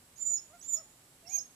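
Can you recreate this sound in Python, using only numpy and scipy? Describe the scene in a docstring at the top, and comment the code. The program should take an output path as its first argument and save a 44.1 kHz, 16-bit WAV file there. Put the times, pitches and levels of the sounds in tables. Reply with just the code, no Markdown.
"""At a den in a wooded bank, a wild dog gives three thin, high squeals off to the right.
Each starts raspy, slides up, sags as it swells and breaks down to a lower note. Faint low whines
and tiny peeps sound between and under them; the last whine shakes the squeal into side tones.
The bank and trees echo, over a quiet outdoor hiss and far insects."""
import sys
import numpy as np
from scipy import signal
from scipy.fft import rfft, irfft
from scipy.io import wavfile

SR = 44100
rng = np.random.default_rng(int(sys.argv[2]) if len(sys.argv) > 2 else 0)


def transcribe(signal):
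    """Save signal, clipped to [-1, 1], as a 16-bit WAV file at the path in sys.argv[1]."""
    frames = np.atleast_2d(signal).T
    limited = np.clip(frames, -1, 1)
    pcm = np.round(limited * 32767).astype(np.int16)
    wavfile.write(sys.argv[1], SR, pcm)


N = 68355
TIME, FREQS = np.arange(N) / SR, np.fft.rfftfreq(N, 1 / SR)


def amp(db):
    """Turns decibels into a gain."""
    return 10 ** (np.asarray(db) / 20)


def unit(x):
    """Scales a signal to an average power of 1."""
    return x / np.sqrt(np.mean(abs(x) ** 2) + 1e-20)


def read(points, hz):
    """Looks up a frequency in a table, sliding between rows on a log scale."""
    f, value = np.transpose(points)
    return np.interp(np.log(hz + 1), np.log(f + 1), value)


def pan(db):
    """Left and right gains; negative dB moves a sound to the right."""
    return unit(amp([[db / 2], [-db / 2]]))


def wander(rate_hz):
    """A smooth random wobble, up to about this rate."""
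    return unit(irfft(rfft(rng.standard_normal(N)) * np.exp(-(FREQS / rate_hz) ** 2), N))


def gate(start, end, fade_s):
    """Fades a sound in and out."""
    return np.sin(np.pi / 2 * np.clip(np.minimum(TIME - start, end - TIME) / fade_s + .5, 0, 1)) ** 2


def follow(rows):
    """Turns a call's rows into an on-off curve, then one curve for each column after time."""
    times, *columns = np.transpose(rows)
    return [gate(times[0], times[-1], fade_s=.004)] + [np.interp(TIME, times, c) for c in columns]


def phase_of(hz, jitter):
    """The running phase of a slightly unsteady pitch."""
    return 2 * np.pi * np.cumsum(hz * (1 + jitter * wander(rate_hz=200))) / SR


def tone(phase, db):
    """A pure tone at an average (rms) level."""
    return np.sqrt(2) * amp(db) * np.sin(phase)


# The colour of the hiss. Each row: frequency in Hz, relative level in dB.
HISS_COLOUR = [(15, -32), (25, -10), (109, -3.5), (213, -6.5), (264, -6.5), (373, -10), (529, -12),
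               (573, -11), (749, -12), (978, -13), (1090, -13.5), (2070, -15.5), (2300, -15.5), (2500, -16),
               (6370, -17.5), (8100, -13.5), (15000, -21.5)]
# How alike the two sides are. Each row: frequency in Hz, likeness (1 means the same).
HISS_LIKENESS = [(30, .995), (60, .9995), (170, .999), (350, 0.99), (700, 0.68), (1400, 0.1), (3000, 0.033),
                 (15000, 0.034)]
# Where the hiss sits. Each row: frequency in Hz, left minus right in dB.
HISS_PAN = [(30, 0), (400, -1), (1500, -2.5), (6000, -4), (14000, -2.5)]

def outdoor_hiss():
    """Open air: a soft rumble shared by both sides, and a wide hiss above it."""
    left, other = rfft(rng.standard_normal((2, N)))
    same = read(HISS_LIKENESS, FREQS)
    right = same * left + np.sqrt(1 - same ** 2) * other
    tilt = amp(read(HISS_PAN, FREQS) / 2)
    spectrum = np.array([left * tilt, right / tilt]) * amp(read(HISS_COLOUR, FREQS))
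    return amp(-61) * unit(irfft(spectrum, N))


# The insects' high hum. Each row: centre in Hz, width in Hz, level in dB.
INSECT_BANDS = [(7720, 690, -72), (10890, 380, -74)]

def insects():
    """Far insects blend into steady, narrow bands of noise."""
    out = 0
    for centre, width, db in INSECT_BANDS:
        band = np.exp(-(2 * (FREQS - centre) / width) ** 2)
        out = out + amp(db) * unit(irfft(rfft(rng.standard_normal((2, N))) * band, N))
    return out


# The tune of each squeal, one list per squeal. Each row: time in seconds, pitch in Hz, level in dB.
SQUEAL_TUNES = [
    [(.16, 6280, -80), (.18, 6820, -45.5), (.212, 7170, -34.5), (.228, 7163, -25.5), (.243, 6990, -39.5),
     (.266, 7076, -23), (.296, 7083, -27.5), (.324, 6957, -25), (.35, 6924, -23), (.362, 6710, -29),
     (.371, 5335, -46.5), (.385, 5420, -34)],
    [(.611, 5730, -52.5), (.625, 6580, -46.5), (.647, 6780, -44.5), (.676, 7330, -38.5), (.695, 7165, -27),
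     (.716, 6986, -32), (.747, 7015, -20.5), (.759, 6800, -32.5), (.766, 5460, -44.5), (.78, 5460, -37)],
    [(1.265, 5500, -54), (1.282, 5530, -41), (1.288, 6100, -73), (1.298, 6720, -36), (1.316, 6610, -42.5),
     (1.336, 6499, -27.5), (1.358, 6480, -20), (1.372, 6518, -31), (1.386, 6523, -25), (1.392, 5244, -38),
     (1.398, 5530, -32)],
]
# The voice of each squeal. Each row, all in dB: left minus right, the half-pitch tone and the octave
# compared with the note, level of the opening rasp.
SQUEAL_VOICES = [(-12.5, -54, -30.5, -56.5), (-12.5, -34.5, -22, -56), (-18, -44, -26, -53)]
# How the muzzle colours the octave. Each row: frequency in Hz, gain in dB.
MUZZLE_COLOUR = [(10500, -2), (12300, -3), (13000, 1), (14200, -3), (15000, -17)]
# The colour of the opening rasp. Each row: frequency in Hz, relative level in dB.
RASP_COLOUR = [(1500, -30), (3300, -10.5), (4700, -3), (6300, 2), (8500, -8.5), (12500, -3.5), (15000, -32)]

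def squeal(rows, pan_db, half_db, octave_db, rasp_db, shake):
    """A high note that clears from a raspy start; shaking by the low voice adds side tones."""
    rasp_peak_s, base_db = .0345, -37.5
    on, hz, db = follow(rows)
    age = np.maximum(TIME - rows[0][0], 0) / rasp_peak_s
    raspy = age * np.exp((1 - age ** 2) / 2)  # rises to 1, then dies away
    phase = phase_of(hz, jitter=.0006 + .008 * raspy)
    db = db + .9 * wander(rate_hz=60.5)  # the level flickers
    half = tone(phase / 2, db + half_db) * (1 + .5 * wander(rate_hz=40))  # comes and goes
    octave = tone(2 * phase, db + octave_db + read(MUZZLE_COLOUR, 2 * hz))
    # Side tones grow only a little as the note swells, and the breath around it hardly at all.
    swell_db = db - base_db
    spin = np.exp(1j * phase)  # multiplying by this moves a sound up by the note's pitch
    sides = np.sqrt(2) * amp(base_db + .25 * swell_db) * (shake[0] * spin + shake[1] * spin ** 2).real
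    breath = unit(wander(rate_hz=250) * spin.imag + wander(rate_hz=250) * spin.real)
    breath *= amp(base_db - 13 + .031 * swell_db)
    rasp = unit(irfft(rfft(rng.standard_normal(N)) * amp(read(RASP_COLOUR, FREQS)), N))
    return pan(pan_db) * on * (tone(phase, db) + octave + half + sides + breath + amp(rasp_db) * raspy * rasp)


def woods_echo(sound):
    """Sound scatters densely off the near bank and leaves a faint, long tail among the trees."""
    t, delay_s = TIME[:SR], .011
    bank, trees = rng.standard_normal((2, 2, SR)) * np.clip(t / delay_s - .5, 0, 1)
    echo = 0
    for noise, db, decay_s in [(bank, -5, .14), (trees, -18.5, .55)]:
        tail = noise * amp(-60 * t / decay_s)
        echo = echo + amp(db) * tail / np.linalg.norm(tail, axis=1, keepdims=True)
    return signal.fftconvolve(sound[None], pan(db=-6) * echo, axes=1)[:, :N]


# The tune of each short whine, one list per whine. 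Each row: time in seconds, pitch in Hz, level in dB.
WHINE_TUNES = [
    [(.287, 660, -73), (.312, 652, -61), (.333, 710, -73)],
    [(.499, 590, -65.5), (.522, 627, -64), (.542, 706, -55), (.562, 700, -58), (.579, 662, -75)],
    [(.742, 543, -65), (.762, 619, -63), (.78, 640, -57.5), (.81, 658, -56.5), (.82, 552, -64),
     (.836, 550, -72)],
]

def whine(rows):
    """A soft, wavering low note with three harmonics (tones at 1, 2 and 3 times its pitch)."""
    on, hz, db = follow(rows)
    phase = phase_of(hz, jitter=.018)
    voice = sum(tone(k * phase, db + gain_db) for k, gain_db in enumerate([-2.5, -8.5, -19.5], 1))
    return pan(db=-4) * on * voice


# The peeps. Each row: start in seconds, length in seconds, pitch in Hz, level in dB.
PEEP_NOTES = [(.593, 0.017, 7830, -49), (.637, 0.01, 3456, -61), (0.859, 0.031, 857, -65.5),
              (1.253, 0.012, 2695, -57.5)]

def peep(start, length, hz, db):
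    """One tiny note that fades in and straight out again."""
    return gate(start, start + length, fade_s=length / 2) * tone(phase_of(hz, jitter=.006), db)


# The whine under the last squeal. Each row: time in seconds, pitch in Hz, level of the lowest tone
# in dB, level of the overtones in dB.
LONG_WHINE_TUNE = [(1.228, 640, -68.5, -94), (1.262, 681, -62, -78), (1.298, 737, -58, -67.5),
                   (1.322, 807, -65, -58), (1.343, 850, -66.5, -62.5), (1.366, 805, -71.5, -57.5),
                   (1.38, 727, -57.5, -72), (1.394, 620, -61.5, -84)]
# Its nasal colour. Each number: dB added to the overtone level, for harmonics 2 to 6.
NASAL_DB = [-19, 2.5, -12, -14, -21]
# Where the side tones lie. Each number: distance from the squeal, in steps of the whine's pitch.
SIDE_TONE_STEPS = [-2, -1, 1, 2, 3]
# Their relative strength. Each row, one per step: dB beside the squeal's note, dB beside its octave.
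SIDE_TONE_DB = [(-26, -48), (-13, -22), (-23, -52), (-23, -60), (-27, -60)]

def long_whine():
    """The low voice rises, turns nasal and falls. Returns its sound and the shake it gives the squeal."""
    on, hz, low_db, overtone_db = follow(LONG_WHINE_TUNE)
    phase = phase_of(hz, jitter=.0093)
    overtones = sum(tone(k * phase, overtone_db + db) for k, db in enumerate(NASAL_DB, 2))
    shake = 0
    for step, db in zip(SIDE_TONE_STEPS, SIDE_TONE_DB):
        flicker = 1 + .45 * wander(rate_hz=200)
        shake = shake + amp(db)[:, None] * np.exp(1j * step * phase) * flicker
    strength = np.minimum(amp(overtone_db + 66.5), 1)  # full once the overtones reach -66.5 dB
    return pan(db=-7.5) * on * (tone(phase, low_db) + overtones), on * shake * strength


def scene():
    """The dog's calls and their echo, over hiss and insects."""
    whines, shake = long_whine()
    whines = whines + sum(whine(rows) for rows in WHINE_TUNES)
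    squeals = sum(squeal(rows, *voice, shake) for rows, voice in zip(SQUEAL_TUNES, SQUEAL_VOICES))
    peeps = pan(db=-11) * sum(peep(*row) for row in PEEP_NOTES)
    echo = woods_echo((squeals + peeps + whines).mean(0))
    return amp(-5.5) * (squeals + peeps + echo) + whines + outdoor_hiss() + insects()


def record(dry):
    """Cuts off the highest treble, above 14900 Hz."""
    low_pass = signal.firwin(511, 14900, window=("kaiser", 9), fs=SR)
    return signal.oaconvolve(dry, low_pass[None], "same")


dry = scene()
out = record(dry)
transcribe(out)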